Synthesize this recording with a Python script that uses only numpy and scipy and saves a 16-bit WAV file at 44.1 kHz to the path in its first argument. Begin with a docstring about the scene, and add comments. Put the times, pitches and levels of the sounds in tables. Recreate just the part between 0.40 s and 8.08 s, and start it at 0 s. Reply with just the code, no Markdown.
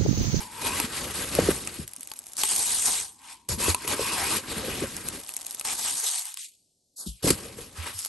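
"""Scooping potting mix into a cup

A plastic scoop digs twice into a bag of gritty mix and pours it into a thin plastic cup, close to a phone.
Dense grain contacts crunch and hiss, the air in the scoop rings hollow, the bed gives way in dull
falling thuds, and stray grains tick on bag and cup. At the end the scoop is stuck back into the mix
and the cup is twisted loose."""
import sys
import numpy as np
from scipy import signal
from scipy.fft import rfft, irfft
from scipy.io import wavfile
from scipy.ndimage import minimum_filter1d, map_coordinates

SR = 44100
rng = np.random.default_rng(int(sys.argv[2]) if len(sys.argv) > 2 else 0)


def unload_audio(sound):
    """Save the sound as a 16-bit wav file, at the path given as the first command line argument."""
    columns = np.transpose(np.atleast_2d(sound))
    # keep every value between -1 and 1, then stretch to whole-number steps
    steps = np.round(np.clip(columns, -1, 1) * 32767)
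    wavfile.write(sys.argv[1], SR, steps.astype(np.int16))


N = 338688
TIME = np.arange(N) / SR
FREQS = np.fft.rfftfreq(N, 1 / SR)


def undb(db):
    """Decibels to gain."""
    return 10 ** (np.asarray(db) / 20)


def unit(x):
    """Scale to rms 1."""
    return x / np.sqrt(np.mean(x ** 2))


def response(points):
    """Gain at every frequency from (freq_hz, level_db) points."""
    hz, db = np.transpose(points)
    return undb(np.interp(np.log(FREQS + 1), np.log(hz), db))


def shape(x, gain):
    """Filter by a gain per frequency."""
    return irfft(rfft(x) * gain, N)


def band(lo_hz, hi_hz):
    """Gain of a steep band-pass; neighbours add up to even power."""
    return ((1 + (lo_hz / (FREQS + 1)) ** 12) * (1 + (FREQS / hi_hz) ** 12)) ** -.5


def add(track, start_s, sound):
    """Mix a sound into a track."""
    start = int(max(start_s, 0) * SR)
    track[..., start:start + sound.shape[-1]] += sound[..., :N - start]


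def walk(rate_hz):
    """Smooth random modulation with a spread near 1; its rate may move."""
    return np.interp(np.cumsum(rate_hz * np.ones(N)) / SR, np.arange(N), rng.standard_normal(N))


def pan(side):
    """Left and right gains of a grain at side 0-1, each within 2 dB."""
    return undb(2 * (2 * side - 1) * np.array([[1], [-1]]))


# Stereo width of the microphone pair: freq_hz, side_db
STEREO_WIDTH = [(60, -18), (350, -28.5), (650, -12.5), (3000, -10), (7000, -8), (9000, -21)]
def noise(gain):
    """Filtered stereo noise, mostly alike in both channels."""
    mid, side = rfft(rng.standard_normal((2, N)))
    return irfft((mid + np.array([[1], [-1]]) * side * response(STEREO_WIDTH)) * gain, N)


def ring(modes):
    """One blow on a set of modes; each blow lands elsewhere and weights them a little differently."""
    t = TIME[:SR // 5]
    return sum((-1) ** k * undb(db + rng.standard_normal() - 60 * t / t60) * np.sin(2 * np.pi * hz * t)
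               for k, (hz, t60, db) in enumerate(modes))


def bursts(sizes, decay_s):
    """Envelope of contacts: a grain skids, rattles and settles; their energies add."""
    keep = np.exp(-2 / (decay_s * SR))
    energy = sizes ** 2 + 1e-18
    for _ in range(3):
        energy = signal.lfilter([1 - keep], [1, -keep], energy)
    return np.sqrt(energy / (1 - keep))


def grains(rate_hz, spread_db, tint_db, decay_s):
    """Random grain contacts: many small, a few large, each with its own colour; lows ring longer."""
    hits = rng.random(N) < rate_hz / SR
    sizes = hits * undb(spread_db * np.minimum(rng.exponential(size=N), 5))
    edges_hz = [20, 650, 1600, 3200, 5500, 8200, 14000]
    out = 0
    for lo, hi in zip(edges_hz, edges_hz[1:]):
        tint = undb(tint_db * (2 * rng.random(N) - 1))
        out += noise(band(lo, hi)) * unit(bursts(sizes * tint, decay_s * (9000 / hi) ** 0.51))
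    return unit(out)


def pings(count, spread_db, t60_s, lo_hz=900, hi_hz=10000):
    """Coarser grains, each ringing briefly at its own pitch and in its own place."""
    t, out = TIME[:SR // 25], np.zeros((2, N))
    decay = undb(-60 * t / t60_s)
    for when, pitch, size, side in rng.random((count, 4)):
        hz = lo_hz * (hi_hz / lo_hz) ** pitch
        gain = np.sqrt(hz) * undb(-spread_db * np.log(size + .02)) * pan(side)
        add(out, when * (N - 1) / SR, gain * decay * np.sin(2 * np.pi * hz * t))
    return unit(out)


def shifting(x, swing_db, patch_hz=760, patch_s=0.03):
    """Ever new grains lie on top, so patches of the spectrum flare up and fade."""
    hz, s, frames = signal.stft(x, SR, nperseg=256)
    place = np.array(np.meshgrid(hz / patch_hz, s / patch_s, indexing="ij"))
    patches = map_coordinates(rng.standard_normal(frames.shape[1:]), place, order=1, mode="mirror")
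    return signal.istft(frames * undb(swing_db * patches), SR)[1][:, :N]


def flow(contacts, colour, gains, low_db, wall_db, hiss_db, sparkle_db):
    """Contacts heard through the heap (lows), the plastic (mids) and the air (treble)."""
    tone = response(colour)
    tone = np.where(FREQS > 8500, np.interp(8500, FREQS, tone), tone)
    tone *= response([(8500, 0.02), (11000, sparkle_db)])  # the finest grains stay strong up top
    paths = [band(20, 650), band(650, 4500), band(4500, 12000)]
    return sum(unit(shape(contacts, tone * path)) * gain * undb(db)
               for path, gain, db in zip(paths, gains, (low_db, wall_db, hiss_db)))


def movement(start_s, length_s, level_db, swell_db, rise_s, release_db_per_s):
    """Gain of one movement: it rises, swells or fades, stops, and the grains settle."""
    age = TIME - start_s
    progress = np.clip(age / length_s, 0, 1)
    after_s = np.maximum(age - length_s, 0)
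    settling = undb(-13.5 - 97.5 * after_s)
    release = np.maximum(undb(-release_db_per_s * after_s), settling)
    return np.clip(age / rise_s, 0, 1) * undb(level_db + swell_db * (progress - .5)) * release


def together(gains):
    """Separate movements add in power."""
    return np.sqrt(np.sum(np.square(gains), axis=0))


# Pushes through the mix, by the scoop and at last the cup:
# start_s, length_s, level_db, swell_db, rumble_trim_db, hiss_trim_db
PUSHES = [(-.03, 0.11, -42, -14.5, -3.5, 2), (0.049, 0.23, -45.5, 22.5, -4, 0.5),
          (0.171, 0.284, -34.5, 1.5, -2, -0.5), (0.466, 0.1136, -37, 11, -7, -2.5),
          (0.535, 0.35, -36, 3, -2.5, -0.5), (0.876, 0.23, -32.5, 4.5, 1.5, -2),
          (1.071, 0.36, -41.5, -10, -1, 1), (3.085, 0.041, -38, 0, 1.5, 8),
          (3.173, 0.13, -31.5, 5, -3.5, 4), (3.333, 0.11, -47, 18.5, -4, -0.5),
          (3.466, 0.064, -32, 3.5, -2.5, 1.5), (3.523, 0.45, -31, 2.5, -6, 0.5),
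          (4.004, 0.439, -35, 0.5, 0, -3), (4.393, 0.387, -43, 1, 0.5, 1.5),
          (6.558, 0.056, -43.5, 10, -6, 3), (6.656, 0.019, -40, 11.5, 0, -2.5),
          (6.823, 0.034, -40, 7.5, 5.5, 9), (6.871, 0.023, -28, -8, 3.5, 5.5),
          (6.903, 0.014, -24, -23, -3, 5.5), (6.92, 0.26, -46, -17, 4, -1.5),
          (7.158, 0.22, -51, -19.5, 2.5, 1.5), (7.345, 0.16, -36.5, 5, -13.5, -5.5),
          (7.521, 0.15, -51.5, -1, -20, 13.5)]
def push_gains():
    """Rumble, crunch and hiss envelopes: a long push builds slowly, a jab at once."""
    return together([movement(s, length, db, swell, rise_s=0.23 * length, release_db_per_s=335)
                     * undb([[rumble], [0], [hiss]]) for s, length, db, swell, rumble, hiss in PUSHES])


# Tone of packed grit: freq_hz, level_db
DIG_EQ = [(45, 2.5), (90, 9.5), (480, 1.5), (688, -5), (1030, 3), (2700, 1.5), (4050, -3.5), (5910, -8.5),
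          (9000, -2.5)]
def digging(gains):
    """Packed grains grind along the scoop, giving way in clumps that knock dully on its wall."""
    fine = grains(rate_hz=3400, spread_db=0.5, tint_db=8.5, decay_s=0.0024)
    coarse = undb(-9.5) * pings(count=3500, spread_db=2.5, t60_s=0.01)
    clumps = shifting(fine + coarse, swing_db=2) * undb(1.5 * walk(55))
    judder = undb(-9) * pings(count=400, spread_db=1.5, t60_s=0.12, lo_hz=202, hi_hz=575) * gains[0]
    return flow(clumps, DIG_EQ, gains, low_db=-3, wall_db=-4, hiss_db=2, sparkle_db=5.5) + judder


def resonance(hz, width_hz):
    """A resonance stirred by grit; its centre and width may move."""
    phase = 2 * np.pi * np.cumsum(hz * np.ones(N)) / SR
    return unit(walk(width_hz) * np.cos(phase) + walk(width_hz) * np.sin(phase))


# The scoop's load and the note of the air left in it: time_s, fill_fraction, pitch_hz
SCOOP_LOAD = [(0, 0.18, 925), (.3, 0.14, 972), (0.601, 0.92, 1134), (2.4, 0.94, 879), (2.799, 0.22, 960),
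              (3.38, .14, 1019), (3.95, 0.36, 992), (4.302, 1, 1100)]
# Air modes of the scoop: pitch_ratio, empty_width_hz, empty_level_db, full_change_db, growth_db_per_db
AIR_MODES = [(1, 150, -40, -22.5, 0.75), (2.5, 240, -46.5, -22.5, 1.47)]
def hollow_air(scrape):
    """Grit and knocks sound the air in the scoop; filling shifts, widens and damps the note."""
    times, fills, pitches = np.transpose(SCOOP_LOAD)
    fill = np.clip(np.interp(TIME, times, fills), 0, 1)
    force = scrape / undb(-40)  # 1 is a moderate scrape
    hz = np.interp(TIME, times, pitches)
    hz *= 1 + 0.039 * walk(25) * np.minimum(force, 2)  # shifting grit moves the pitch
    sustained = minimum_filter1d(force, size=SR // 25)  # a jab is too short to build up the note
    out = np.zeros(N)
    for ratio, width_hz, empty_db, full_change_db, growth in AIR_MODES:
        drive = sustained ** growth * undb(-walk(22))  # flickers as grains catch
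        note = resonance(ratio * hz, width_hz * (1 + 4 * fill))
        out += note * drive * undb(empty_db + full_change_db * fill)
    knock_t60_s, knock_trim_db = 0.04, -8.5
    for s, db, _ in SCOOP_KNOCKS:
        at = int(s * SR)
        add(out, s, ring([(hz[at], knock_t60_s, db + knock_trim_db)]) * (1 - fill[at]) ** 2)
    return out


def handling():
    """Faint rumble of hand and bag."""
    return undb(-67.5) * unit(noise(band(35, 360)))


# Tone of the room: freq_hz, level_db
ROOM_EQ = [(250, 13.5), (700, 4.5), (1400, -28), (3000, -8), (4200, 6)]
def room_tone():
    """The steady noise floor of a very quiet room."""
    return undb(-70) * unit(noise(response(ROOM_EQ)))


# The scoop catches in the mix: start_s, level_db, pitch_hz
JAMS = [(0.397, -31.5, 327), (0.44, -24.5, 235), (1.580, -36.5, 269), (2.034, -38, 390), (3.446, -36, 420),
        (3.539, -30, 390), (3.593, -28.5, 551.5), (3.605, -29, 445.5), (3.984, -34, 530), (4.243, -33, 476),
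        (4.28, -26, 500), (4.436, -28, 535), (7.185, -33.5, 474)]
# Body of the loaded scoop: pitch_ratio, t60_s, level_db
JAM_MODES = [(1, 0.08, -2), (0.76, 0.027, 0.5)]
def jams(rise_s=0.0023, stutter_db=5.5):
    """The loaded scoop catches and lets go: a hollow knock that grit cushions and makes stutter."""
    out = np.zeros(N)
    for s, db, hz in JAMS:
        knock = ring([(ratio * hz, t60, level) for ratio, t60, level in JAM_MODES])
        attack = 1 - np.exp(-TIME[:len(knock)] / rise_s)
        add(out, s, undb(db + 2) * knock * attack)
    return out * undb(stutter_db * walk(200))


# Pebbles strike the scoop: start_s, level_db, wall_trim_db
SCOOP_KNOCKS = [(0.4003, -10, -12), (0.9514, -11.5, -14.5), (1.274, -16.5, -14), (3.3464, -8.5, -13.5),
                (3.4773, -16.5, -8.5), (4.892, -21.5, -15), (5.2114, -21, -11)]
# The scoop's plastic wall: pitch_hz, t60_s, level_db
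SCOOP_MODES = [(1280, 0.026, -8), (1650, 0.0091, -8.5), (2614, 0.0092, 5), (4330, .01, -5)]
# Lone grains land on the bag or the heap, and the last one, at 7.649 s, crackles on the cup: start_s, level_db
GRAIN_TICKS = [(1.478, -21), (1.5345, -26), (1.5633, -26), (1.6084, -24), (1.631, -24), (1.6735, -25),
               (1.7368, -25.5), (1.7902, -22), (1.8675, -29), (1.9336, -25.5), (1.968, -20), (2.0146, -18),
               (2.162, -9), (2.225, -26), (3.089, -17), (4.566, -19), (4.6865, -15), (4.9384, -22),
               (4.966, -14), (5.016, -24.5), (5.066, -18.5), (5.1088, -20), (5.1262, -34.5), (5.137, -30),
               (5.1477, -21), (5.1965, -17.5), (5.8542, -22), (5.942, -22.5), (7.5901, -21),
               (7.6204, -28.5), (7.649, -16)]
# Pebbles, the scoop's lip or a finger strike the cup: start_s, level_db, wall_trim_db
CUP_KNOCKS = [(1.7165, -23.5, -6), (1.9817, -25, -12), (2.0351, -7, -7), (2.117, -17, -8.5),
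              (5.251, -20, -5), (5.9725, -24, -8), (7.6595, -19, -17)]
# The thin cup, damped by its load: pitch_hz, t60_s, level_db
CUP_MODES = [(866, 0.055, -12), (1090, 0.03, -12), (3270, 0.0053, 3), (3750, .007, -7), (4500, 0.005, 2.5)]
# Tone of each crack: freq_hz, level_db
CRACK_EQ = [(700, -11), (2000, -8), (6500, 0), (11000, 12.5)]
def ticks_and_knocks(crack_s=0.0008, chink_t60_s=0.003):
    """Each hit cracks and chinks at its own pitch; hits on the scoop or the cup also ring its wall."""
    out = np.zeros((2, N))
    bright = noise(response(CRACK_EQ) * band(200, 13000))
    age = TIME[:SR // 100] / crack_s
    snap = np.sqrt(2 * age) * np.exp(-age)
    for s, db, *_ in GRAIN_TICKS + SCOOP_KNOCKS + CUP_KNOCKS:
        pitch, side = rng.random(2)
        crack = bright[:, int(s * SR) - len(snap):int(s * SR)] * snap
        chink = ring([(5000 * (1 + pitch), chink_t60_s, 0)])
        add(out, s, undb(db + 2.5) * unit(crack) * np.sqrt(np.mean(snap ** 2)))
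        add(out, s, undb(db - 7) * pan(side) * chink)
    for knocks, modes in ((SCOOP_KNOCKS, SCOOP_MODES), (CUP_KNOCKS, CUP_MODES)):
        for s, db, wall_db in knocks:
            add(out, s, undb(db + wall_db) * ring(modes))
    return out


# The bed slips or is struck: start_s, level_db, start_pitch_hz
THUDS = [(0.987, -8, 565), (1.021, -20, 370), (1.086, -10, 484), (1.386, -23.5, 295), (3.093, -26.5, 157),
         (3.176, -29.5, 300), (3.281, -15, 470.2), (4.420, -16, 438), (6.662, -27.5, 279.5),
         (6.842, -14, 466), (6.866, -18, 543), (6.903, -9.5, 428)]
def thuds(glide_s=0.025, rise_cycles=0.8, decay_cycles=3.7):
    """Low waves travel slowly through loose grains: each thud falls in pitch and leaves a shudder."""
    t = TIME[:SR // 4]
    tone, slip, shake = np.zeros((3, N))
    for s, db, hz in THUDS:
        decay_s = decay_cycles / hz
        envelope = (1 - np.exp(-(t * hz / rise_cycles) ** 2)) * np.exp(-t / decay_s)
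        envelope *= undb(db) / envelope.max()
        add(tone, s, envelope * np.sin(2 * np.pi * hz * glide_s * np.log1p(t / glide_s)))
        add(slip, s, envelope * hz / 500)  # a harder slip crumbles more
        age = t / (1.6 * decay_s)
        add(shake, s, undb(db) * 282 / hz * age * np.exp(1 - age))  # deep thuds shake the bag more
    tone *= undb(3.2 * walk(380))  # grains give way unevenly
    stereo = tone * undb(3 * np.array([walk(100), walk(110)]))
    muffled = undb(-5) * shape(stereo, band(20, 1000))
    crumble = undb(-8.5) * slip * unit(noise(band(140, 350)))
    shudder = undb(-18) * shake * unit(noise(band(44, 180)))
    return muffled + crumble + shudder


# The heaped scoop travels to the cup: start_s, length_s, level_db
CARRIES = [(1.458, 1, -46.5), (4.78, 0.48, -40.5)]
# Tone of the trickle: freq_hz, level_db
SPILL_EQ = [(250, -6), (650, 4), (900, 6.5), (1400, -1), (5000, -3), (10500, 6)]
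def spilling():
    """Lone crumbs fall from the heaped scoop onto bed and bag, with a faint trickle of dust."""
    crumbs = grains(rate_hz=290, spread_db=1, tint_db=12.5, decay_s=0.0007)
    crumbs = shape(crumbs, response([(1000, -12.5), (4000, -2.5)]))  # too light to stir the lows
    dust = undb(-6) * unit(noise(band(20, 25000)))
    gain = together([movement(*carry, swell_db=0, rise_s=0.025, release_db_per_s=501)
                     for carry in CARRIES])
    return unit(shape(crumbs + dust, response(SPILL_EQ))) * gain


# Grains slide off the tipped scoop: start_s, length_s, level_db, swell_db, wall_trim_db
SLIDES = [(1.97, 0.57, -26.5, -0.5, -11), (2.432, 0.15, -27.5, -6.5, -7.5), (2.57, 0.085, -32, -9, -12.5),
          (2.772, 0.15, -53.5, 17, 0), (5.239, 0.096, -28.5, 1, -7.5), (5.362, 0.45, -30.5, -1.5, -11),
          (5.427, 0.048, -33.5, 5.5, -2), (5.621, 0.17, -30.5, -5.5, -12), (5.835, 0.1, -40, -12, -6.5),
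          (5.957, 0.089, -42, 5, -8)]
def slide_gains():
    """Envelopes of patter on the heap, rattle of the cup wall and hiss."""
    return together([movement(s, length, db, swell, rise_s=0.02, release_db_per_s=312)
                     * undb([[0], [wall], [0]]) for s, length, db, swell, wall in SLIDES])


# Tone of loose grit: freq_hz, level_db
POUR_EQ = [(55, -5), (459, -7), (582, -15.5), (861, -5), (1330, -10.5), (4900, -3.5), (9000, 10.5)]
def pouring(gains):
    """Loose grains slide off the lip and rain into the cup."""
    fine = grains(rate_hz=2000, spread_db=2.5, tint_db=0.5, decay_s=0.0015)
    coarse = undb(-9.5) * pings(count=3000, spread_db=1.5, t60_s=0.0062)
    rain = shifting(fine + coarse, swing_db=3.2)
    return flow(rain, POUR_EQ, gains, low_db=-24.5, wall_db=-0.6, hiss_db=0, sparkle_db=0.3)


# The scoop or the cup shoves the bag: start_s, level_db, pitch_hz
BAG_BUMPS = [(3.103, -24.5, 74), (3.283, -27.5, 86.3), (6.675, -29.5, 56.2), (6.85, -32, 59),
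             (7.382, -29.5, 82.6), (7.543, -41, 93)]
def bag_bumps(rise_s=0.014):
    """A shove sways the whole bag for a few slow cycles, reaching the two microphones unevenly."""
    t, out = TIME[:SR // 4], np.zeros(N)
    age = t / rise_s
    for s, db, hz in BAG_BUMPS:
        add(out, s, undb(db) * age * np.exp(1 - age) * np.sin(2 * np.pi * hz * t))
    return out * undb(3 * np.array([walk(20), walk(20)]))


# Low-cut sweep: time_s, cutoff_hz
LOW_CUT = [(5.53, 24), (5.62, 360), (5.95, 830), (6.1, 2300), (6.3, 2600), (6.58, 4270), (6.79, 2400),
           (6.825, 16)]
def thin_out(x):
    """The sound thins from below as the last pour ends, and fills out once the scoop is put down."""
    hz, s, frames = signal.stft(x, SR, nperseg=512)
    cutoff_hz = np.interp(s, *np.transpose(LOW_CUT), left=0)
    attenuation = np.sqrt(1 + (cutoff_hz / (hz[:, None] + 20)) ** 20)
    return signal.istft(frames / attenuation, SR)[1][:, :N]


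def setting_down():
    """The empty scoop brushes the mix as it is lowered: a light, dull rustle."""
    gain = movement(6.575, length_s=0.081, level_db=-59, swell_db=0, rise_s=0.025, release_db_per_s=335)
    return unit(noise(band(150, 1400))) * gain


def bag_echo(x, t60_s, echo_db):
    """The bag's walls and the small room return a short, faint scatter."""
    t = TIME[:SR // 4]
    tail = rng.standard_normal((2, len(t))) * undb(-60 * t / t60_s) * (t > .002)
    tail /= np.linalg.norm(tail, axis=1, keepdims=True)
    return x + undb(echo_db) * signal.fftconvolve(x, tail, axes=-1)[:, :N]


def scene():
    """All the handling inside the bag, over a very quiet room."""
    pushes, slides = push_gains(), slide_gains()
    scrape = pushes[1] + slides[1]  # the mids, carried by the plastic
    rumble = handling()
    grit = digging(pushes) + pouring(slides) + spilling() + hollow_air(scrape) + ticks_and_knocks()
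    close = thin_out(grit + rumble) + setting_down()
    return bag_echo(close, t60_s=0.029, echo_db=-11.5) + thuds() + jams() + bag_bumps() + room_tone()


def record(dry):
    """The phone's pair leans left, turns out of phase around 10 kHz and cuts deep bass and the top."""
    ceiling, top_hz = 0.72, 11550
    lean = response([(500, 0.3), (800, 5.5), (1700, -1), (2900, 5), (4000, -0.5), (5200, 3.5), (6200, 0.4)])
    balance = lean ** np.array([[.5], [-.5]])
    left_phase = np.interp(FREQS, [8800, 9850, 10500, 11300], [0, np.pi, np.pi, 2 * np.pi])
    heard = shape(dry, balance * np.exp(-1j * left_phase * np.array([[1], [0]])))
    heard = signal.sosfilt(signal.butter(2, 40, "high", fs=SR, output="sos"), heard)
    heard = ceiling * np.tanh(heard / ceiling)  # rounds the loudest peaks
    return shape(heard, (1 + (FREQS / top_hz) ** 130) ** -.5)


dry = scene()
out = record(dry)
unload_audio(out)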